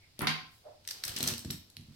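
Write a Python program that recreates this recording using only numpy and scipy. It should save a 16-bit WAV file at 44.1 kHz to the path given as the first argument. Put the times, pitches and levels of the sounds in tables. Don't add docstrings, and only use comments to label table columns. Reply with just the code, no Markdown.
import sys
import numpy as np
from scipy import signal
from scipy.fft import rfft, irfft
from scipy.io import wavfile

SR = 44100
rng = np.random.default_rng(int(sys.argv[2]) if len(sys.argv) > 2 else 0)


def unload_wav(signal):
    wavfile.write(
        sys.argv[1],
        SR,
        np.round(np.clip(np.atleast_2d(signal).T, -1, 1) * 32767).astype(np.int16),
    )


N = 85995
MS = SR / 1000
T = np.arange(N) / SR
TOP_HZ = 16200
RISE_S = 0.0003
CLICK_SIDE_DB = -1.5

# (time [s], level [dB])
SLIDING = [(.84, -62.5), (.92, -50.5), (1.02, -53.5), (1.08, -41), (1.14, -45.5), (1.21, -38.5),
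           (1.31, -35.5), (1.39, -65), (1.43, -60), (1.53, -47), (1.61, -78), (1.74, -80.5), (1.8, -68),
           (1.95, -63.5)]


def undb(db):
    return 10 ** (np.asarray(db) / 20)


def decay(t, t60):
    return np.exp(-np.log(1000) * t / t60)


def unit(x):
    return x * np.sqrt(MS / np.mean(np.sum(x ** 2, axis=-1)))


def along(points, hz):
    f, v = np.array(points).T
    return np.interp(np.log(np.maximum(hz, 1)), np.log(f), v)


def colour(x, points, tilt_db=0, size=2048):
    hz = np.fft.rfftfreq(size, 1 / SR)
    level_db = along(points, hz) + tilt_db * np.log2(np.clip(hz, 900, 16000))
    cepstrum = irfft(np.log(undb(level_db)))
    cepstrum[1:size // 2] *= 2
    cepstrum[size // 2 + 1:] = 0
    impulse = irfft(np.exp(rfft(cepstrum)))
    return signal.fftconvolve(x, impulse[None], axes=-1)[:, :x.shape[-1]]


def stereo(pair, side_db):
    return pair[0] + undb(side_db) * pair[1] * np.array([[1], [-1]])


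def ring(modes, shift=1, phase=0, size=N // 3):
    hz, db, t60 = np.array(modes).T
    t = T[:size, None]
    waves = np.sin(2 * np.pi * hz * shift * t + phase)
    return np.sum(undb(db) * decay(t, t60) * waves, axis=1)


def onset(size):
    return 1 - np.exp(-T[:size] / RISE_S)


def crack(t60, side_db, size=2048):
    noise = stereo(rng.standard_normal((2, size)), side_db)
    return noise * decay(T[:size], t60) * onset(size)


def add(out, s, x):
    i = int(s * SR)
    out[:, i:i + x.shape[-1]] += x[:, :N - i]


def curve(points):
    s, db = np.array(points).T
    return undb(np.interp(T, s, db, left=-120, right=-120))


def air():
    # (frequency [Hz], relative level [dB])
    air_colour = [(25, -17), (50, -19), (100, -9), (160, -23), (300, -27.5), (600, -31), (1400, -38),
                  (3000, -34), (5000, -30.5), (6200, -39.5), (12000, -44), (16000, -48)]
    level_db, wide_hz = -64, 460
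    hz = np.fft.rfftfreq(N, 1 / SR)
    mid, side = rfft(rng.standard_normal((2, N))) * undb(along(air_colour, hz))
    x = irfft(stereo([mid, side * (hz / (hz + wide_hz))], side_db=2), N)
    return x / x.std() * undb(level_db)


def rubs():
    # (centre [s], width [s], peak level [dB], resonance [Hz], Q)
    rub_events = [(0.043, 0.023, -65.5, 2180, 11), (0.234, 0.023, -45, 2130, 1),
                  (.55, 0.05, -68, 11300, 0.54), (0.674, 0.017, -49, 606, 6.3),
                  (0.721, 0.028, -57.5, 602, 3.6)]
    slips_per_s = 11000
    out = np.zeros((2, N))
    for s, width_s, db, hz, q in rub_events:
        slips = (rng.random(N) < slips_per_s / SR) * rng.standard_normal((2, N))
        x = signal.lfilter(*signal.iirpeak(hz, q, fs=SR), stereo(slips, side_db=0))
        x = signal.lfilter(*signal.iirpeak(hz, 1, fs=SR), x)
        swell = np.exp(-.5 * ((T - s) / width_s) ** 2)
        out += x / x.std() * undb(db) * swell
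    return out


def nails():
    # (time [s], level [dB], left minus right [dB], brightness [dB per octave])
    ticks = [(0.1916, -31, 3.5, 1.5), (0.207, -38.5, -3, -1), (0.2178, -30.5, 4, 10.5),
             (0.2708, -34, -0.5, 3.5), (1.768, -35.5, -3.5, -4)]
    # (frequency [Hz], relative level [dB])
    tick_colour = [(500, -19.5), (1800, -2.5), (4200, 13), (7500, -1.5), (11500, 8), (15500, -2.5)]
    out = np.zeros((2, N))
    for s, db, pan_db, tilt_db in ticks:
        tick = unit(colour(crack(t60=0.0062, side_db=0.5), tick_colour, tilt_db))
        add(out, s, tick * undb(db + np.array([[pan_db], [-pan_db]]) / 2))
    return out


def table():
    # (time [s], level [dB], contact time scale [ms])
    bumps = [(.193, -29.5, 1.04), (0.2182, -20, 2.4), (.252, -25, 1.54), (1.057, -40, 18),
             (1.093, -33.5, 17), (1.161, -33, 2.6), (1.205, -29, 0.62), (1.231, -25, 4.3),
             (1.258, -30, 4.9), (1.278, -26.5, 1.34), (1.318, -26, 3.8), (1.448, -33, 1.16),
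             (1.456, -24.5, 7.6), (1.5, -24.5, 4.6), (1.773, -39, 8.3), (1.795, -35.5, 7.1),
             (1.884, -36.5, 10), (1.907, -40, 8.7)]
    # (frequency [Hz], relative level [dB], t60 [s])
    top_modes = [(76.7, -7.5, 0.47), (103, -1.5, 0.32), (139.8, 0.5, 0.25), (158.3, 0.5, 0.21),
                 (208.2, 0.5, 0.31), (236.2, 4.5, 0.23), (295.4, -5.5, 0.34), (359.5, -5, 0.15),
                 (468.7, -11.5, 0.19), (640, -6, 0.091)]
    low_cut_hz, side_db = 63, -15
    out = np.zeros((2, N))
    low_cut = signal.butter(3, low_cut_hz, "high", fs=SR, output="sos")
    for s, db, contact_ms in bumps:
        u = np.arange(1024) / (contact_ms * MS)
        push = np.gradient(u ** 2 * np.exp(-2 * np.pi * u))
        shift = 1 + 0.0474 * rng.standard_normal(len(top_modes))
        phase = rng.uniform(0, 2 * np.pi, len(top_modes))
        top = [ring(top_modes, shift), ring(top_modes, shift, phase)]
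        thud = signal.fftconvolve(stereo(top, side_db), push[None], axes=-1)
        add(out, s, undb(db) * unit(signal.sosfilt(low_cut, thud)))
    return out


def knocks():
    # (time [s], level [dB], brightness [dB per octave])
    blows = [(.208, -27, -6.5), (0.2207, -23.5, -9), (0.231, -24, -12.5), (0.2704, -15, 2.5)]
    # (frequency [Hz], relative level [dB], t60 [s])
    ringing = [(155.6, 17.5, 0.48), (251.1, 16, 0.19), (745.6, 12.5, 0.13), (905, -6, 0.16),
               (1051, 9, 0.15), (1267, 5, 0.11), (3235, 19.5, 0.028), (4670, 22.5, 0.024)]
    # (frequency [Hz], relative level [dB])
    knock_colour = [(60, -24), (150, -7), (320, -6), (500, -10), (1000, 1.5), (2000, 4), (3300, -0.5),
                    (4800, -4.5), (6000, -13.5), (8000, -26.5), (12000, -26), (15500, -59)]
    t60_s, side_db, ringing_db = 0.039, -1.5, -5
    out = np.zeros((2, N))
    for s, db, tilt_db in blows:
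        phases = rng.uniform(0, 2 * np.pi, (2, len(ringing)))
        tone = np.array([ring(ringing, phase=p) for p in phases])
        burst = unit(crack(t60_s, side_db, size=N // 3))
        blow = burst + undb(ringing_db) * unit(tone)
        add(out, s, undb(db) * unit(colour(blow, knock_colour, tilt_db)))
    return out


def scrape():
    # (frequency [Hz], relative level [dB])
    hiss_colour = [(100, 0), (300, 5.5), (500, 3), (1000, 2.5), (2000, 1.5), (4500, 7), (7000, -11.5),
                   (15000, -10.5)]
    slips_per_s, spread_db, hiss_db = 2500, 1, -5.5
    strength = undb(spread_db * np.minimum(rng.exponential(size=N), 4))
    slips = (rng.random(N) < slips_per_s / SR) * strength
    x = colour(stereo(slips * rng.standard_normal((2, N)), CLICK_SIDE_DB), hiss_colour)
    return x / x.std() * curve(SLIDING) * undb(hiss_db)


def click(db, tilt_db, hz):
    # (multiple of its pitch [ratio], relative level [dB], t60 [s])
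    barrel_modes = [(.329, -6, 0.01), (1, 7.5, 0.0085), (1.48, 2, 0.0035)]
    # (frequency [Hz], relative level [dB])
    click_colour = [(200, -43), (1150, -29.5), (1650, -10), (2700, -6), (4000, 2.5), (5600, 3.5),
                    (6700, -1.5), (8200, 1), (10000, -6.5), (12500, -0.5), (15500, -12)]
    contact_t60_s, barrel_db, low_cut_hz = 0.016, -5.5, 1290
    modes = [m for m in barrel_modes if m[0] * hz < SR / 2]
    phases = rng.uniform(0, 2 * np.pi, 2)
    barrel = np.array([ring(modes, hz, p, size=2048) for p in phases]) * onset(2048)
    barrel = signal.lfilter(*signal.butter(2, low_cut_hz, "high", fs=SR), barrel)
    contact = unit(colour(crack(contact_t60_s, CLICK_SIDE_DB), click_colour, tilt_db))
    return undb(db) * unit(contact + undb(barrel_db) * unit(barrel))


def pens():
    # (time [s], level [dB], brightness [dB per octave], barrel pitch [Hz])
    clear_clicks = [(0.8509, -48.5, -8, 4940), (0.8755, -28, 0, 5500), (.888, -30.5, -4, 6060),
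                    (0.9071, -33, -2, 5600), (.91, -27.5, -1.5, 4470), (1.0374, -23.5, -3.5, 5440),
                    (1.0376, -32.5, -10, 1750), (1.051, -27, 5.5, 5880), (1.0795, -28, 7, 5150),
                    (1.0818, -33.5, -11.5, 5400), (1.0928, -31.5, 1, 3070), (1.1636, -26.5, -5, 5120),
                    (1.168, -28.5, -4.5, 3940), (1.1769, -31, -10, 4150), (1.186, -30, 5, 8100),
                    (1.206, -26, -4.5, 4200), (1.2283, -20.5, 2.5, 4110), (1.239, -28, -2, 3200),
                    (1.246, -39, -15.5, 5000), (1.27, -40, -9, 5260), (1.2741, -24, 4, 7350),
                    (1.2765, -19, -2, 6070), (1.2851, -24, -0.5, 4780), (1.3075, -37, 0, 4600),
                    (1.3234, -38.5, -10, 4200), (1.3375, -31, -3, 2950), (1.363, -45, -1, 4430),
                    (1.380, -33, 1, 8530), (1.3925, -36, 4.5, 5300), (1.448, -38, -4, 5130),
                    (1.5039, -29.5, -7.5, 3800), (1.5072, -26, 3.5, 5450), (1.7005, -48.5, 1.5, 4040),
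                    (1.81, -52.5, -3, 3940)]
    rattle_per_s, rattle_db, spread_db = 130, -1, 2.5
    centre_hz, spread_octaves = 5500, 0.41
    out, sliding = np.zeros((2, N)), curve(SLIDING)
    for s, db, tilt_db, hz in clear_clicks:
        add(out, s, click(db, tilt_db, hz))
    chances = np.clip(rng.standard_normal((400, 3)), -2, 2)
    for k, (when, size, pitch) in enumerate(chances):
        s = SLIDING[0][0] + (k + when / 2) / rattle_per_s
        if s < T[-1]:
            hz = min(centre_hz * 2 ** (spread_octaves * pitch), TOP_HZ)
            small = click(rattle_db + spread_db * size, pitch, hz)
            add(out, s, sliding[int(s * SR)] * small)
    return out


def room():
    # (frequency [Hz], t60 [s])
    band_t60 = [(200, 0.46), (700, 0.43), (2000, 0.43), (5000, 0.4131), (9000, 0.25), (15000, 0.4059)]
    # (frequency [Hz], relative level [dB])
    room_colour = [(100, -13.5), (400, 1), (5000, -0.5), (9000, 4.5), (15000, -1.5)]
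    delay_s, build_s, wide_hz = 0.0017, 0.0018, 387
    hz = np.fft.rfftfreq(N, 1 / SR)
    mid, side = rfft(rng.standard_normal((2, N)))
    wide = hz / np.hypot(hz, wide_hz)
    noise = stereo([mid * np.sqrt(2 - wide ** 2), side * wide], 0)
    late, tail = np.maximum(T - delay_s, 0), 0
    for f, t60 in band_t60:
        share = along([(g, float(g == f)) for g, _ in band_t60], hz)
        tail = tail + irfft(noise * share, N) * decay(late, t60)
    tail = tail * (1 - np.exp(-late / build_s))
    return colour(unit(tail) / np.sqrt(MS), room_colour)


def scene():
    # (sound, room send in dB)
    sources = [(rubs(), -6.5), (nails(), -5.5), (table(), -7), (knocks(), 2.5), (scrape(), -5), (pens(), -4)]
    direct = sum(x for x, _ in sources)
    send = sum(x * undb(db) for x, db in sources)
    return direct + signal.fftconvolve(send, room(), axes=-1)[:, :N] + air()


def record(dry):
    left_minus_right = [(1000, -0.57), (4500, -1.1), (9000, 2)]  # (frequency [Hz], level [dB])
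    lean_db = along(left_minus_right, np.fft.rfftfreq(N, 1 / SR))
    x = irfft(rfft(dry) * undb(np.array([lean_db, -lean_db]) / 2), N)
    return signal.sosfilt(signal.ellip(8, .2, 70, TOP_HZ, fs=SR, output="sos"), x)


dry = scene()
out = record(dry)
unload_wav(out)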